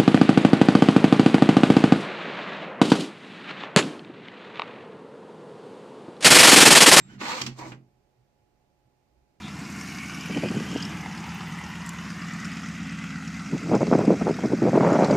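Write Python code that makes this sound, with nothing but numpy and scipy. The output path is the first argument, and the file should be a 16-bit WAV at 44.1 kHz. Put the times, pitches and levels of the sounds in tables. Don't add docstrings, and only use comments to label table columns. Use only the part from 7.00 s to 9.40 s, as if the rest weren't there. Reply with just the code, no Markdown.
import sys
import numpy as np
from scipy import signal
from scipy.fft import rfft, irfft
from scipy.io import wavfile

SR = 44100
rng = np.random.default_rng(int(sys.argv[2]) if len(sys.argv) > 2 else 0)


def dump_mix(stems):
    frames = np.atleast_2d(stems).T
    limited = np.clip(frames, -1, 1)
    pcm = np.round(limited * 32767).astype(np.int16)
    wavfile.write(sys.argv[1], SR, pcm)


N = 105840
T = np.arange(N) / SR
HZ = np.fft.rfftfreq(2 * N, 1 / SR)


def amp(db):
    return 10 ** (np.asarray(db) / 20)


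def unit(x):
    return x / np.sqrt(np.mean(abs(x) ** 2) + 1e-20)


def curve(points, hz=HZ):
    freqs, values = np.transpose(points)
    return np.interp(np.log(hz + 1), np.log(freqs), values)


def level(table, column=1):
    columns = np.transpose(table)
    return amp(np.interp(T, columns[0], columns[column], left=-140, right=-140))


def colour(x, db):
    log_gain = np.log(amp(db))
    mirrored = np.r_[log_gain, log_gain[-2:0:-1]]
    response = np.exp(np.conj(signal.hilbert(mirrored)))[:N + 1]
    return irfft(rfft(x, 2 * N) * unit(response))[..., :N]


def mic_pair(pair, likeness, balance):
    a, b = rfft(pair, 2 * N)
    alike = np.clip(curve(likeness), -.99, .99)
    mid, side = a * np.sqrt((1 + alike) / 2), b * np.sqrt((1 - alike) / 2)
    lean = amp(curve(balance) / 2)
    return irfft(np.array([(mid + side) * lean, (mid - side) / lean]))[:, :N]


def drift(width_hz):
    return unit(irfft(rfft(rng.standard_normal(2 * N)) * np.exp(-(HZ / width_hz) ** 2))[:N])


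def tone(hz):
    return np.sqrt(2) * np.sin(2 * np.pi * (np.cumsum(hz * np.ones(N)) / SR + rng.random()))


def noisy_tone(hz, width_hz):
    envelope = drift(width_hz) + 1j * drift(width_hz)
    return unit((envelope * np.exp(2j * np.pi * np.cumsum(hz * np.ones(N)) / SR)).real)


def noise():
    return rng.standard_normal((2, N))


def swells(rows, waver):
    return sum(amp(db) * np.exp(-((T - s) / spread) ** 2) * tone(hz * (1 + waver * drift(60)))
               for s, spread, hz, db in rows)


def room_tone():
    # frequency in Hz, relative level in dB.
    spectrum = [(25, -14.5), (60, -2.5), (100, -10), (130, -13), (160, -11), (280, -12), (380, -8.5),
                (450, -15.5), (560, -11.5), (760, -17.5), (900, -18), (1170, -25), (2500, -27),
                (3400, -32.5), (4600, -31), (7000, -34), (10000, -40.5), (15500, -40)]
    # frequency in Hz, then likeness or left minus right in dB.
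    likeness = [(60, 0.58), (290, 0.59), (640, .4), (1400, 0)]
    balance = [(290, -6.5), (640, -4), (1410, -3.5), (3100, -7), (6820, -3), (15000, 1)]
    # pitch in Hz, waver in Hz, level in dB.
    idle = [(132, 1.1, -78.5), (841, 1, -80.5), (727, 6, -84)]
    # centre and spread in seconds, pitch in Hz, level in dB.
    bumps = [(.97, 0.056, 128, -70.5), (1.21, 0.041, 128, -66.5), (1.435, 0.033, 99, -70.5),
             (1.865, 0.019, 121.6, -65.5), (2.18, .08, 64, -67)]
    hiss = amp(-69.5) * unit(mic_pair(colour(noise(), curve(spectrum)), likeness, balance))
    hums = sum(amp(db) * tone(hz + waver * drift(12)) for hz, waver, db in idle)
    return hiss + (hums + swells(bumps, waver=.07)) * amp([[-2.5], [2]])


def room_reflections(x):
    # frequency in Hz, seconds to fall by 60 dB.
    t60 = [(100, 0.9), (400, .33), (1000, .23), (2500, 0.19), (5000, 0.19), (12000, 0.1)]
    echoes = rng.standard_normal((2, SR)) * (rng.random((2, SR)) < .08) * (T[:SR] > .006)
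    hz, t, spectra = signal.stft(echoes, SR, nperseg=256)
    tail = signal.istft(spectra * amp(-60 * t / curve(t60, hz)[:, None]), SR, nperseg=256)[1]
    return signal.fftconvolve(x, tail / np.linalg.norm(tail[0]), axes=1)[:, :N]


def case_hum():
    # time in seconds, levels of the low mode and of the upper modes in dB.
    hum = [(0, -57.5, -62), (.11, -56.5, -69.5), (.39, -60, -65), (.425, -41, -42), (.455, -44.5, -44),
           (.475, -39.5, -40.5), (.52, -41.5, -50.5), (.58, -50.5, -72), (.63, -48.5, -61),
           (.71, -45.5, -47), (.77, -49, -56), (.83, -58, -60.5), (.89, -69.5, -78.5), (.95, -88, -94)]
    # pitch in Hz, relative level in dB.
    modes = [(230.4, -0.5), (185.7, -2.5), (285.6, -5.5), (346.2, -4.5), (378.2, -12.5)]
    low_hz, wander, upper_waver_hz = 129.2, .021, 18
    low = tone(low_hz * (1 + wander * drift(15))) * level(hum)
    upper = unit(sum(amp(db) * tone(hz + upper_waver_hz * drift(30)) for hz, db in modes))
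    return (low + upper * level(hum, column=2)) * amp([[-2], [1.8]])


def chassis_thumps(rise_s=.01):
    # start in seconds, pitch in Hz, relative level in dB, decay in seconds.
    jolts = [(0.209, 267, -37, .02), (0.41, 90, -50, 0.055), (0.463, 231.7, -44, 0.038),
             (.495, 43.6, -55.5, 0.032)]
    out = 0
    for s, hz, db, decay_s in jolts:
        age = np.maximum(T - s, 0)
        envelope = (1 - np.exp(-age / rise_s)) * np.exp(-age / decay_s)
        out = out + 2 * amp(db) * envelope * np.sin(2 * np.pi * hz * age)
    return out


def frame_song():
    # centre and spread in seconds, pitch in Hz, level in dB.
    sings = [(.235, 0.026, 231, -40.5), (.31, .028, 897, -40.5), (.355, 0.025, 511, -39.5),
             (.28, .04, 1200, -48), (0.65, 0.045, 328, -46), (0.619, 0.014, 974, -42.5)]
    return swells(sings, waver=.014)


def motor(whine_hz=3735, hold_s=.041, fade_s=.04, roughness=.534):
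    # time in seconds, pitch in Hz.
    glide = [(0, 135), (.04, 175), (.08, 200), (.102, 215), (.14, 221), (.163, 200), (.23, 190)]
    # time in seconds, relative levels of growl and of whistle in dB.
    drive = [(0, -60, -90), (.04, -61.5, -75.5), (.078, -54.5, -77.5), (.102, -49, -59), (.135, -51, -66.5),
             (.163, -49.5, -68.5), (.2, -52, -81.5), (.23, -69.5, -84)]
    # multiple of that sound's pitch, level in dB.
    whistle_partials = [(7, 3), (14, -4)]
    whine_partials = [(1, -70), (2, -61)]
    # time in seconds, level in dB.
    hiss = [(0, -53), (.04, -68), (.08, -62), (.11, -56.5), (.15, -56), (.175, -65.5), (.2, -74.5)]
    # frequency in Hz, relative level in dB.
    spectrum = [(100, -14), (330, 4.5), (550, -6), (1000, -6.5), (2000, -2), (3300, -11), (5000, -12.5),
                (7500, -16.5), (10000, -33), (15000, -35)]
    pitch = np.interp(T, *np.transpose(glide))
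    growl = (1 - roughness) * tone(pitch) + roughness * noisy_tone(pitch, width_hz=130)
    hold = np.exp(-np.maximum(T - hold_s, 0) / fade_s)
    tones = np.zeros((2, N))
    for channel in tones:
        whistle = sum(amp(db) * tone(k * pitch * (1 + .0034 * drift(80))) for k, db in whistle_partials)
        whine = sum(amp(db) * tone(k * whine_hz * (1 + .003 * drift(120))) for k, db in whine_partials)
        channel += whistle * level(drive, column=2) + whine * hold
    tones[0] += growl * level(drive) * amp(5)
    return tones + colour(noise(), curve(spectrum)) * level(hiss)


def sheet():
    # time in seconds, level in dB.
    slide = [(.19, -68), (.215, -46.5), (.29, -40), (.40, -43), (.45, -50), (.49, -53), (.52, -68),
             (.555, -69), (.59, -49), (.64, -54.5), (.70, -55), (.73, -66), (.76, -73)]
    # frequency in Hz, relative level in dB.
    spectrum = [(500, -28), (2000, -10), (4300, 0.5), (5300, -1), (7400, -1), (8600, -8.5), (10000, -23),
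                (12000, -22.5), (15000, -16)]
    flutter = amp(1.5 * drift(200))
    return unit(colour(noise() * flutter, curve(spectrum))) * level(slide)


def knocks(rise_s=.0052):
    # start in seconds, level in dB, decay in seconds.
    clacks = [(.2028, -42.5, .002), (.4125, -23.5, 0.0054), (.4612, -29, .007)]
    taps = [(.2105, -31, .007), (.7165, -40.5, 0.0097)]
    # frequency in Hz, relative level in dB.
    clack_spectrum = [(80, -18.5), (240, -6.5), (600, -10.5), (1500, -6), (2600, -0.5), (4000, -2),
                      (5500, -2.5), (7300, -5.5), (9500, -26.5), (15000, -27.5)]
    tap_spectrum = [(80, -10.5), (250, 1.5), (700, -1.5), (1200, -1), (1700, -2.5), (2500, -2),
                    (3600, -11.5), (7000, -22.5), (10000, -39), (15000, -42)]
    out = 0
    for blows, spectrum in (clacks, clack_spectrum), (taps, tap_spectrum):
        force = 0
        for s, db, decay_s in blows:
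            attack = np.clip((T - s) / rise_s, 0, 1)
            force = force + amp(db) * attack * np.exp(-np.maximum(T - s - rise_s, 0) / decay_s)
        out = out + colour(noise() * force, curve(spectrum))
    return out


def feed_gears(peak_teeth_per_s=600, jitter=.12, scatter_db=2.5, strike_s=.00057, rub=1.1):
    # time in seconds, level in dB.
    loud_feed = [(.18, -62.5), (.203, -47), (.214, -36), (.25, -36), (.305, -32.5), (.35, -36), (.405, -37),
                 (.44, -48.5), (.49, -50), (.53, -60.5), (.56, -96)]
    soft_feed = [(.55, -61), (.578, -53), (.595, -42), (.625, -42), (.665, -44.5), (.71, -56),
                 (.745, -57.5), (.79, -76)]
    # frequency in Hz, relative level in dB.
    loud_spectrum = [(60, -23), (140, -9.5), (230, -3.5), (380, -7.5), (520, -2), (680, -6), (950, 2.5),
                     (1200, 0.5), (1400, -5), (2200, -2), (3300, -8.5), (4400, -9), (5500, -19),
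                     (8000, -32), (10000, -41), (15000, -43)]
    soft_spectrum = [(60, -14), (150, -9), (320, 2.5), (450, -4.5), (650, -3.5), (1000, 0), (1500, -12.5),
                     (2300, -8), (3300, -24.5), (6000, -28), (10000, -61.5), (15000, -50)]
    # centre and width in Hz, boost in dB.
    frame = [(222, 34.5, 5.5), (323, 25, 2), (507, 30, 3), (831, 25, 7), (1182, 56, 4), (1488, 34.6, 8),
             (1670, 9.5, 2), (1925, 27, 5), (2190, 45, 6.5), (2450, 15, 5), (2600, 60, -0.5), (3030, 44, 5),
             (4260, 117.4, 4.5), (4240, 36.3, 6.5)]
    frame_db = sum(db / (1 + (2 * (HZ - hz) / width) ** 2) for hz, width, db in frame)
    out = 0
    for feed, spectrum in (loud_feed, loud_spectrum), (soft_feed, soft_spectrum):
        progress = np.interp(T, [feed[0][0], feed[-1][0]], [0, 1])
        rate = peak_teeth_per_s * (.5 + .5 * np.sin(np.pi * progress)) * (1 + jitter * drift(150))
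        teeth = np.diff(np.floor(np.cumsum(rate) / SR), prepend=0)
        strikes = teeth * amp(scatter_db * rng.standard_normal(N))
        bursts = unit(signal.lfilter([1], [1, -np.exp(-1 / (strike_s * SR))], strikes))
        whir = colour(noise() * (rub + bursts), curve(spectrum) + frame_db)
        out = out + unit(whir) * level(feed)
    return out


def scene():
    # frequency in Hz, then likeness (capped at 0.99),
    # left minus right in dB, or the left's phase lead in radians.
    likeness = [(60, 2.1), (130, 1.14), (290, 0.73), (640, 0.93), (1410, 0.18), (3100, 0)]
    balance = [(130, -4), (290, -3), (640, -3), (1410, 0.45), (3100, -5.5), (6820, -3.5), (15000, -5.5)]
    left_lead = [(60, 0.055), (300, 0.22), (700, 1), (1100, .9), (2000, 0.087)]
    mechanism = feed_gears() + sheet() + motor() + knocks()
    body = (frame_song() + chassis_thumps()) * amp([[-1.5], [1]])
    in_room = mechanism + amp(-11) * room_reflections(mechanism)
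    left, right = mic_pair(in_room, likeness, balance) + body + case_hum() + room_tone()
    late_right = irfft(rfft(right, 2 * N) * np.exp(-1j * curve(left_lead)))[:N]
    return np.array([left, late_right])


def record(dry, edge_hz=15550):
    lowpass = signal.firwin(511, edge_hz, window=("kaiser", 9), fs=SR)
    return signal.oaconvolve(dry, lowpass[None], "same")


dry = scene()
out = record(dry)
dump_mix(out)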